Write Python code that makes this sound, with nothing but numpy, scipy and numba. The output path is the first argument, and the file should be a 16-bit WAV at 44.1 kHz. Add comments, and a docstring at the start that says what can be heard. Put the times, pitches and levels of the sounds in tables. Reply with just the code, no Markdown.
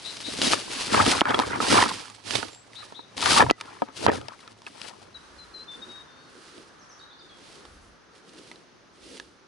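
"""A rake drags through hedge clippings close by: clumped snaps and hiss rustle, ringing modes make the tines clatter
and knock, thrown clippings drum on the camera housing and filtered noise shakes the turf. Buzzing bird calls and a
thin high note, sliding sines, come over a wavering hum. Just past halfway the hum stops and the raking moves further
off, a soft swish and scrape with sparse knocks, under a passing hiss and gusts of wind. Birds whistle, then chip
quickly, with a tail from hedge and trees. Filtered noise lies beneath it all as a faint outdoor hush."""
import sys
import numpy as np
from scipy import signal
from scipy.fft import rfft, irfft
from scipy.io import wavfile
from scipy.ndimage import uniform_filter1d
from numba import njit

SR = 44100
rng = np.random.default_rng(int(sys.argv[2]) if len(sys.argv) > 2 else 0)


def pcm_store(signal):
    """Save signal as 16-bit PCM."""
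    levels = np.round(np.clip(np.atleast_2d(signal), -1, 1) * 32767)
    wavfile.write(sys.argv[1], SR, levels.astype(np.int16).T)


N = 417627
MOVE_S = 5.14  # the near strokes end here and the raking is heard further off


# near strokes of the rake; levels before the trims in raking():
# (full strength at [s], rise [s], hold [s], fall [s], leaf rustle [dB], tine clatter [dB],
#  drumming on the housing [dB], turf rumble [dB], left minus right [dB])
STROKES = [(0.06, 0.33, 0.21, .08, -39.5, -57, -56.5, -75, 1),
           (0.28, .05, 0.128, .05, -36.5, -59, -42, -63, 1.5),
           (0.425, 0.033, .1, 0.11, -26.5, -43, -32.5, -50, 1.5),
           (0.58, 0.18, .13, 0.13, -36, -45, -48.5, -60, 1.5),
           (0.73, 0.055, 0.2, 0.12, -32.5, -41, -48.5, -63, 0.5),
           (0.94, 0.063, 0.086, 0.061, -27, -21, -27.5, -32, 2),
           (1.063, 0.06, 0.053, .05, -24, -25.5, -29, -40, 1),
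           (1.13, .03, 0.074, 0.011, -30, -32, -38, -41, 0.5),
           (1.3, 0.091, 0.12, 0.021, -39.5, -27, -32.5, -45, 1.5),
           (1.42, .02, 0.16, 0.046, -42.5, -36, -38, -44.5, 0.5),
           (1.62, 0.027, 0.13, 0.061, -28.5, -31, -35.5, -51, -1.5),
           (1.73, 0.047, 0.05, 0.14, -20.5, -18, -25.5, -35, -1.5),
           (1.92, 0.064, 0.0085, 0.28, -37.5, -42, -50, -67, -2),
           (2.27, 0.034, 0.044, .05, -38, -46.5, -46, -50, -9),
           (2.34, .07, 0.035, 0.15, -31.5, -37, -38, -43, -9),
           (2.85, .3, .01, 0.22, -48.5, -49.5, -58, -66, -3.5),
           (3.168, 0.0046, 0.071, .05, -37, -44, -44.5, -53, 2),
           (3.24, .04, 0.083, .05, -27.5, -35.5, -38.5, -44.5, 5.5),
           (3.31, 0.086, 0.07, 0.033, -19.5, -23, -32, -55, 2),
           (3.405, 0.037, 0.018, 0.02, -30, -18, -22.5, -31, 2.5),
           (3.44, 0.034, 0.053, 0.014, -41.5, -37.5, -38.5, -29, 1),
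           (3.6, 0.059, 0.16, 0.3, -54.5, -49, -60, -70, 0),
           (3.98, 0.044, 0.033, .03, -38, -45, -52, -58, 6),
           (4.03, 0.056, 0.029, 0.0078, -33, -40, -35.5, -51, 5.5),
           (4.08, 0.017, 0.0082, 0.03, -56, -24.5, -22, -29, 2),
           (4.121, 0.025, 0.034, 0.098, -44.5, -38, -34, -36.5, 2),
           (4.25, 0.081, 0.27, 0.033, -57.5, -54.5, -66, -70, 7.5),
           (4.67, 0.0088, 0.012, 0.016, -48.5, -48, -55, -63, -0.5),
           (4.84, 0.21, 0.014, 0.17, -43.5, -46, -49, -62, 9),
           (4.98, .05, .1, 0.14, -61, -58.5, -59, -62, 6.5)]


def raking():
    """Each near stroke swells four layers: leaves, tines, thrown clippings and shaken turf."""
    leaf, tine, thrown, shake = swells(*np.transpose(STROKES)[:-1])
    leaves = leaf * rustle(count=30000, spread_db=4.5, snap_db=1.5, clump_db=3.5)
    tines = tine * tine_clatter()
    drum = thrown * undb(3.5) * drumming()
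    turf = shake * rumble()
    moving = (leaves + tines) * sides(side_of(np.arange(N) / SR))
    return (moving + drum + turf) * (np.arange(N) < MOVE_S * SR)


def side_of(s):
    """Where the rake is at times s, as left minus right dB, sliding from stroke to stroke."""
    strokes = np.array(STROKES)
    return np.interp(s, strokes[:, 0], strokes[:, -1])


# colour of leaf and stalk: (frequency [Hz], relative density [dB per Hz])
LEAF_COLOUR = [(710, -9), (1200, -8), (1750, -7), (2610, -4), (2840, -2.5), (3560, -3), (4680, -2),
               (7100, -10.5), (8740, -10.5), (11100, -14), (11500, -48.5), (15000, -59.5), (22000, -120)]


def rustle(count, spread_db, snap_db, clump_db):
    """Thousands of tiny snaps of leaf and stalk, coming in clumps, over the hiss of grass through the tines."""
    when, loud, sign, place = rng.random((count, 4)).T
    size = undb(np.minimum(-spread_db * np.log(loud), 15)) * np.sign(sign - .5)
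    aside = place - .5
    snaps = np.zeros((2, N))
    np.add.at(snaps, (slice(None), (when * N).astype(int)), size * np.array([1 + aside, 1 - aside]))
    clumped = level(snaps * undb(clump_db * walk(60)), snap_db)
    hiss = undb(1.3 * walk(20)) * wide(0.61)
    return level(colour(clumped + level(hiss, 0), LEAF_COLOUR), 0)


# ringing modes of the plastic tines: (pitch [Hz], relative level [dB], t60 before damping [s])
TINE_MODES = [(933, 4, 0.033), (1275, -2, 0.055), (1690, -0.5, .03), (2252, -5.5, 0.029),
              (3170, -15, 0.068)]


def tine_clatter():
    """Many small blows ring the tine modes, with a restless level."""
    blows = clatter(TINE_MODES, count=9000, spread_db=2.5, detune=0.093, damp=0.63, scatter=1.0)
    return undb(2.84 * walk(50)) * blows


# ringing modes of the camera housing: (pitch [Hz], relative level [dB], t60 before damping [s])
HOUSING_MODES = [(228, -10.5, 0.071), (280.3, 0, 0.06), (421, 3.5, 0.032), (540, -6, 0.051),
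                 (687, -2.5, 0.046)]


def drumming():
    """Thrown clippings strike the housing and ring its low modes."""
    return clatter(HOUSING_MODES, count=4000, spread_db=3.0, detune=0.16, damp=0.79, scatter=1.0)


def rumble():
    """Low shaking of the turf, noise nearly alike left and right."""
    shake = undb(2.9 * walk(16)) * wide(0.34)
    return level(colour(shake, [(15, -62), (40, -17), (70, -10.5), (105, 9.5), (150, -8), (260, -50.0)]), 0)


# single knocks and snaps; levels before the trims in knocks():
# (time [s], peak [dB], main pitch [Hz], crack [dB], housing thud [dB])
KNOCKS = [(0.417, -20.5, 2800, -14.5, -38), (0.442, -21, 3860, -22, -43), (0.471, -16, 3850, -27, -28.5),
          (0.534, -10, 1220, -16, -31), (0.946, -13, 1290, -24, -26), (1.002, -10, 1290, -39, -21),
          (1.064, -17, 1250, -15.5, -25.5), (1.156, -27, 914, -28, -37), (1.209, -4.5, 3000, -21, -41),
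          (1.216, -1.5, 1010, -31, -11), (1.255, -14, 1440, -34, -35), (1.307, -16, 1260, -25, -31),
          (1.344, -10, 1340, -28, -28), (1.345, -12.5, 3320, -35, -40), (1.391, -15, 1010, -19, -25),
          (1.399, -10, 1000, -20.5, -31), (1.534, -26, 974, -54, -35), (1.603, -13.5, 1270, -47, -27),
          (1.86, -18.5, 1280, -45, -33), (2.308, -38, 3040, -20, -45), (2.354, -17, 3550, -18.5, -36.5),
          (2.429, -22, 1440, -32, -36.5), (2.923, -36, 910, -49, -46), (2.992, -32, 940, -62.5, -45),
          (3.179, -30, 1060, -28, -49), (3.226, -20.5, 1250, -23, -48), (3.259, -15, 1510, -15, -44),
          (3.272, -21, 1490, -24, -51), (3.363, -17, 945, -41, -41), (3.408, -11, 1700, -36, -25),
          (3.424, -14, 910, -43, -19.5), (3.436, -21, 600, -48, -22), (3.465, -20, 945, -46, -47),
          (3.497, -11.5, 1090, -38, -31), (3.501, -4.5, 2680, -34, -30), (3.51, -0.5, 720, -18, -15.5),
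          (3.611, -29, 1270, -24, -60), (3.82, -14, 906, -39, -21.5), (3.887, -40, 920, -52, -47),
          (4.065, 4.5, 786, -20.5, -16), (4.084, -6, 970, -37, -16), (4.093, -9, 805, -34, -18.5),
          (4.117, -18, 595, -32, -31), (4.284, -26.5, 630, -33.5, -59), (4.477, -34.5, 1330, -39.5, -61),
          (4.666, -27.5, 2580, -39.5, -48.5), (4.816, -37, 2470, -29.5, -59), (6.58, -54, 1180, -46, -49.5),
          (7.653, -42, 1140, -43.5, -61), (8.515, -35, 2000, -39, -57), (9.199, -33.5, 1700, -34, -56)]
HARD_DB, CHOKE_PER_DB = -12.5, 0.1  # each dB of peak above HARD_DB shortens the ring by this share


def knocks():
    """Each blow rings a short tone of its own and the tine modes near it, thuds the housing and cracks."""
    s, peak_db, hz, crack_db, thud_db = np.transpose(KNOCKS)
    long = np.maximum(1 - CHOKE_PER_DB * np.maximum(peak_db - HARD_DB, 0), .3)
    pan_db = np.where(s < MOVE_S, side_of(s), -4)
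    soft = np.clip((peak_db - crack_db) / 25, .15, 1.2)  # a blow with little crack has a longer contact

    def vary():
        return rng.standard_normal(len(s))

    out = strike(s, hz, 0.022 * long, undb(peak_db - 0.5), pan_db, .5 * vary(), 0.14 * soft)
    out += cracks(s, crack_db + 5.5, pan_db)
    for mode_hz, db, t60 in TINE_MODES:
        near_db = db - 7.0 - 6 * np.abs(np.log2(mode_hz / hz))  # 6 dB weaker per octave from the main pitch
        tuned_hz = mode_hz * (1 + 0.026 * vary())
        out += strike(s, tuned_hz, t60 * long, undb(peak_db + near_db), pan_db, 1.84 * vary(), 0.6 * soft)
    for mode_hz, db, t60 in HOUSING_MODES:
        tuned_hz = mode_hz * (1 + 0.042 * vary())
        out += strike(s, tuned_hz, t60 * long, undb(thud_db + db + 5), pan_db, 1.66 * vary(), 0.36 * soft)
    return out


# the tine that keeps singing: (time [s], pitch [Hz], level [dB], t60 [s])
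AFTER_RING = (3.514, 1980, -38, .12)


def after_ring():
    """One tine keeps singing, a single mode that decays slowly."""
    s, hz, db, t60 = np.array(AFTER_RING)[:, None]
    return strike(s, hz, t60, undb(db), 0 * s, 0 * s, 3.0)


# loose stalks and twigs dropping; level before the trims in ticks(): (time [s], peak [dB], pitch [Hz])
TICKS = [(2.081, -26.5, 1050), (2.1, -27, 7090), (2.149, -30, 8020), (2.202, -35, 903), (2.337, -17, 5000),
         (2.484, -25, 3600), (2.509, -35, 710), (2.548, -30, 7470), (2.733, -31.5, 2030), (2.84, -29, 820),
         (3.082, -40, 875), (3.603, -26, 1260), (3.656, -30, 1350), (3.701, -34, 1380), (4.138, -23, 920),
         (4.214, -26, 1280), (4.391, -35, 2130), (4.619, -30, 1000), (4.632, -39, 953), (1.292, -17, 3370),
         (0.473, -15, 6500), (1.017, -21, 8000), (1.08, -15, 6000), (2.002, -30, 902), (8.558, -33, 4000),
         (8.135, -46, 4500), (6.44, -42, 4000)]


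def ticks():
    """A light click and a brief tone for each dropping stalk."""
    s, peak_db, hz = np.transpose(TICKS)
    tone = strike(s, hz, 0.017 + 0 * s, undb(peak_db - 9.5), 0 * s, 0 * s, 0.24)
    return tone + cracks(s, peak_db - 8.5, 0 * s)


# colour of the snap of a hard contact: (frequency [Hz], relative density [dB per Hz])
CRACK_COLOUR = [(900, -13), (2000, 0.5), (3200, 3.5), (5000, 0), (7200, -11), (11000, -15)]


def cracks(s, db, pan_db):
    """Short wide snaps: a click with a few milliseconds of splintering noise."""
    t = np.arange(300) / SR
    out = np.zeros((2, N))
    for at, gains in zip((s * SR).astype(int), (undb(db) * sides(pan_db)).T):
        splinter = rng.standard_normal(len(t)) * undb(-60 * t / 0.013)
        out[:, at:at + len(t)] += gains[:, None] * (splinter + 3.4 * (t == 0))
    return colour(out, CRACK_COLOUR)


# strokes further along the hedge; rustle before the trim in far_raking():
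# (full strength at [s], rise [s], hold [s], fall [s], leaf rustle [dB], scrape [dB])
FAR_STROKES = [(5.16, 0.059, 0.45, 0.22, -62.5, -61), (5.72, .06, 0.17, .3, -58, -54.5),
               (6.38, 0.28, 0.24, .15, -57.5, -52.5), (6.747, .2, 0.29, 0.22, -69.5, -71),
               (7.237, 0.07, 0.035, .05, -66.5, -58), (7.472, .2, 0.091, 0.31, -56, -54),
               (8.137, 0.066, 0.061, .1, -64.5, -61), (8.287, .1, 0.24, 0.18, -58, -53),
               (9.055, 0.14, 0.093, 0.23, -53.5, -49)]


def far_raking():
    """Raking further off, its grains merged to a soft swish and a low noise scrape."""
    leaf, drag = swells(*np.transpose(FAR_STROKES))
    swish = rustle(count=30000, spread_db=3.5, snap_db=-2.5, clump_db=4.0) * sides(-3.5)[:, None]
    scrape = undb(2.7 * walk(25)) * wide(0.39)
    scrape = colour(scrape, [(80, -37), (200, -6), (340, 1.5), (520, -4), (900, -37.0)])
    return (leaf * undb(3.0) * swish + drag * level(scrape, 0)) * (np.arange(N) >= MOVE_S * SR)


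def birds():
    """Buzzing calls, a thin high note and whistles to the left; quick chips from further away."""
    return garden(buzzes() + seep() + whistles(), -12) + garden(chips(), 1.5)


# buzzing calls; level before fade and pan:
# (start [s], length [s], first pitch [Hz], settled pitch [Hz], glide [s], level [dB])
BUZZES = [(0.04, 0.077, 3850, 3990, 0.034, -38), (0.234, 0.072, 3710, 3900, .02, -37),
          (2.747, 0.08, 3600, 3950, 0.0228, -44), (2.94, 0.078, 3500, 3880, 0.021, -46),
          (3.018, .04, 3680, 3800, .03, -56)]


def buzzes():
    """A fast deep wobble of pitch turns each note into a buzz."""
    return sum(note(row, attack_s=0.02, fade_db=5., trill_hz=225., depth_hz=200., pan_db=13.) for row in BUZZES)


# thin high note; level before fade and pan:
# (start [s], length [s], first pitch [Hz], settled pitch [Hz], glide [s], level [dB])
SEEP = [(2.49, 0.1455, 7300, 7700, .09, -54)]


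def seep():
    """A high note that rises in pitch, wobbles fast and comes in slowly."""
    return sum(note(row, attack_s=0.052, fade_db=10.2, trill_hz=247.2, depth_hz=150., pan_db=12.) for row in SEEP)


# whistles; level before fade and pan:
# (start [s], length [s], first pitch [Hz], settled pitch [Hz], glide [s], level [dB])
WHISTLES = [(5.14, 0.038, 4070, 3900, .011, -42), (5.38, 0.069, 4180, 4060, 0.018, -48),
            (5.535, 0.053, 4140, 4050, 0.022, -41.5), (5.585, 0.053, 4040, 4140, 0.034, -42.5),
            (5.675, 0.088, 3570, 3540, 0.043, -42), (5.815, 0.033, 3740, 3730, .012, -38.5),
            (5.885, 0.141, 3780, 3750, 0.084, -46.5), (6.07, .215, 3590, 3730, 0.12, -62),
            (6.1, .06, 4260, 4340, .03, -70), (6.165, .135, 4420, 4200, 0.13, -65)]


def whistles():
    """Nearly pure notes with a shallow wobble of pitch."""
    return sum(note(row, attack_s=0.0135, fade_db=3.2, trill_hz=43.5, depth_hz=24., pan_db=6.7) for row in WHISTLES)


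# quick chips; level before fade:
# (start [s], length [s], first pitch [Hz], settled pitch [Hz], glide [s], level [dB])
CHIPS = [(6.791, 0.04, 6400, 5450, 0.02, -60.5), (6.824, .013, 5900, 5050, .009, -60),
         (6.89, 0.035, 6300, 5440, 0.019, -55), (6.921, .014, 5970, 5100, .009, -55),
         (6.99, 0.022, 4550, 3670, .011, -54), (7.008, 0.026, 3660, 3850, .008, -51.5),
         (7.097, .016, 3970, 3400, 0.0099, -55), (7.11, 0.032, 3500, 4730, .024, -54.5),
         (7.188, 0.039, 4900, 3590, 0.015, -54), (7.288, 0.056, 4450, 3340, 0.0092, -56)]


def chips():
    """Very short notes with fast slides of pitch."""
    return sum(note(row, attack_s=0.005, fade_db=1.5, trill_hz=60., depth_hz=40., pan_db=0.) for row in CHIPS)


def note(row, attack_s, fade_db, trill_hz, depth_hz, pan_db):
    """A near-sine whistle that slides to its pitch and fades, its pitch wobbling by depth_hz."""
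    s, length, first_hz, hz, glide_s, db = row
    t = np.arange(int(length * SR)) / SR
    slide = (first_hz - hz) * np.exp(-(t / glide_s) ** 4)
    pitch = hz + slide + depth_hz * np.sin(2 * np.pi * trill_hz * t)
    edge = np.clip(np.minimum(t / attack_s, (length - t) / 0.0043), 0, 1)
    tone = np.sin(2 * np.pi * np.cumsum(pitch) / SR)
    out = np.zeros(N)
    out[int(s * SR):int(s * SR) + len(t)] = edge * undb(db - fade_db * t / length) * tone
    return np.sqrt(2) * out * sides(pan_db)[:, None]


def garden(song, wet_db):
    """The song with a scattered tail from hedge and trees, a decaying noise response."""
    t60_s, onset_s = .5, 0.016
    t = np.arange(SR // 2) / SR
    tail = rng.standard_normal((2, len(t))) * undb(-60 * t / t60_s) * np.minimum(t / onset_s, 1)
    wet = signal.fftconvolve(song, tail / np.sqrt(np.sum(tail[0] ** 2)), axes=1)[:, :N]
    return song + undb(wet_db) * wet


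# passing hiss: (time [s], level [dB])
PASSING = [(5.14, -55), (5.8, -53.5), (7.6, -58.5), (8.85, -65.5), (9.47, -65)]


def passing_hiss():
    """A band of noise around the low treble that comes and goes."""
    s, db = np.transpose(PASSING)
    hiss = undb(1.0 * walk(7.4)) * wide(0.77)
    hiss = colour(hiss, [(400, -33.0), (800, -4.5), (1250, 3.5), (1700, 0.5), (2300, -15), (4000, -52)])
    gain = undb(np.interp(np.arange(N) / SR, s, db))
    return gain * level(hiss, 0) * (np.arange(N) >= MOVE_S * SR)


# gusts: (full strength at [s], rise [s], hold [s], fall [s], level [dB])
GUSTS = [(5.3, .4, 0.58, 1.5, -62.5), (7.66, .05, .1, 0.11, -56.5), (7.827, .05, 0.063, .15, -53.5),
         (8.948, .1, .05, 0.73, -65.5)]


def wind():
    """Wind on the microphone ports: deep unsteady noise, almost alike left and right."""
    gust, = swells(*np.transpose(GUSTS))
    buffet = undb(4.6 * walk(9)) * wide(0.069)
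    buffet = colour(buffet, [(12, -19), (30, -9), (55, 5.0), (100, -4.0), (200, -33.5)])
    return gust * level(buffet, 0) * (np.arange(N) >= MOVE_S * SR)


def hum():
    """A low sine that wavers in pitch and level and stops just past halfway."""
    centre_hz, centre_db, end_s = 109, -67.5, 5.13
    tone = np.sin(2 * np.pi * np.cumsum(centre_hz + 2.1 * walk(12)) / SR)
    return np.sqrt(2) * tone * undb(centre_db + 2.74 * walk(18)) * (np.arange(N) < end_s * SR)


# colour of the outdoor hush: (frequency [Hz], relative density [dB per Hz])
HUSH_COLOUR = [(18, -33), (30, -6), (65, -5.5), (151, -1.5), (353, 0), (782, -5.5), (1220, -7.5),
               (2580, -13), (4360, -14.5), (6330, -15.5), (7350, -30.5), (10700, -32), (11500, -32),
               (15000, -71.5), (22000, -120)]
HUSH_DB = -55.5  # mean level


def hush():
    """Far-off outdoor noise with a slow drift in level."""
    drift = undb(1.5 * walk(3))
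    return level(colour(drift * wide(0.7), HUSH_COLOUR), HUSH_DB)


def clatter(modes, count, spread_db, detune, damp, scatter):
    """A random stream of small blows, each on one mode; a few are much harder than the rest."""
    when, which, loud = rng.random((count, 3)).T
    tune, pan, phase, sign = rng.standard_normal((count, 4)).T
    hz, db, t60 = np.array(modes)[(which * len(modes)).astype(int)].T
    size = undb(db + np.minimum(-spread_db * np.log(loud), 15)) * np.sign(sign)
    blows = strike(when * N / SR, hz * np.exp(detune * tune), damp * t60, size, 3 * pan, scatter * phase, 0.23)
    return level(blows, 0)


# phase between the microphones: (frequency [Hz], lead of the left one [rad])
PORTS = [(60, .2), (250, 1.1), (560, 2.38), (1000, 5.08), (1400, 7), (3000, 6.6)]


def strike(s, hz, t60, size, pan_db, scatter, turns):
    """Rings at times s whose contact lasts some turns; the housing shifts their phase between its ports."""
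    pole = np.exp(2j * np.pi * hz / SR - np.log(1000) / (np.abs(t60) * SR))
    port_hz, lead = np.transpose(PORTS)
    lag = scatter * np.minimum(hz / 450, 1) - np.interp(np.log(hz), np.log(port_hz), lead)
    left, right = size * sides(pan_db)
    start = (s * SR).astype(np.int64)
    push = np.exp(-hz / SR / turns)
    return ring(N, start, pole, push, left * np.exp(-.5j * lag), right * np.exp(.5j * lag))


@njit
def ring(length, start, pole, push, left, right):
    """Each grain swells over its contact time and rings out, with its own size and phase at the two microphones."""
    out = np.zeros((2, length))
    for k in range(len(start)):
        z, rest, i = 1 + 0j, 1., start[k]
        while i < length and z.real ** 2 + z.imag ** 2 > 3e-5:
            out[0, i] += (1 - rest) * (left[k] * z).imag
            out[1, i] += (1 - rest) * (right[k] * z).imag
            z, rest, i = z * pole[k], rest * push[k], i + 1
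    return out


def swells(s, rise_s, hold_s, fall_s, *columns_db):
    """Each row rises, holds and falls along straight dB slopes; overlapping rows add their power."""
    slope_db = 20  # change over one rise or fall time
    t = np.arange(0, N + 32, 32) / SR
    before = (s[:, None] - t) / rise_s[:, None]
    after = (t - (s + hold_s)[:, None]) / fall_s[:, None]
    power = undb(-2 * slope_db * np.clip(np.maximum(before, after), 0, 6))
    return [np.interp(np.arange(N) / SR, t, np.sqrt(undb(2 * db) @ power)) for db in columns_db]


def colour(x, points):
    """Causal filter through (Hz, dB) points, from the cepstrum of the log gain."""
    hz, db = np.transpose(points)
    log_hz = np.log(np.arange(2049) * SR / 4096 + 1)
    cep = irfft(np.interp(log_hz, np.log(hz), db) * np.log(10) / 20)
    cep[1:2048] *= 2  # folding the cepstrum forward makes the filter minimum phase
    cep[2049:] = 0
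    impulse = irfft(np.exp(rfft(cep)))[None, :1024]
    return signal.oaconvolve(x, impulse, axes=1)[:, :N]


def walk(rate):
    """Random levels held 1 / rate s and slewed twice; spread near 1."""
    k = int(SR / rate)
    steps = np.repeat(rng.standard_normal(N // k + 1), k)
    return 1.49 * uniform_filter1d(uniform_filter1d(steps, k), k)[:N]


def wide(share):
    """Noise on both microphones; share = strength of the unlike part."""
    mid, side = rng.standard_normal((2, N))
    return mid + share * side * np.array([[1], [-1]])


def undb(db):
    """Gain of a level in dB."""
    return 10 ** (np.asarray(db) / 20)


def level(x, db):
    """The signal scaled to an rms level in dB."""
    return x * undb(db) / np.sqrt(np.mean(x ** 2))


def sides(pan_db):
    """Left and right gains from left minus right dB."""
    return undb(np.array([pan_db, -pan_db]) / 2)


def scene():
    """All sources, from the rake to the background."""
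    near = raking() + knocks() + after_ring() + ticks()
    return near + far_raking() + birds() + passing_hiss() + wind() + hum() + hush()


def record(dry):
    """Drops the deepest bass, clips the peaks that exceed full scale and cuts the top."""
    bass_cut_hz, top_hz = 38, 11150
    thin = signal.sosfilt(signal.butter(2, bass_cut_hz, "high", fs=SR, output="sos"), dry)
    return signal.sosfilt(signal.ellip(10, .2, 60, top_hz, fs=SR, output="sos"), np.clip(thin, -1, 1))


dry = scene()
out = record(dry)
pcm_store(out)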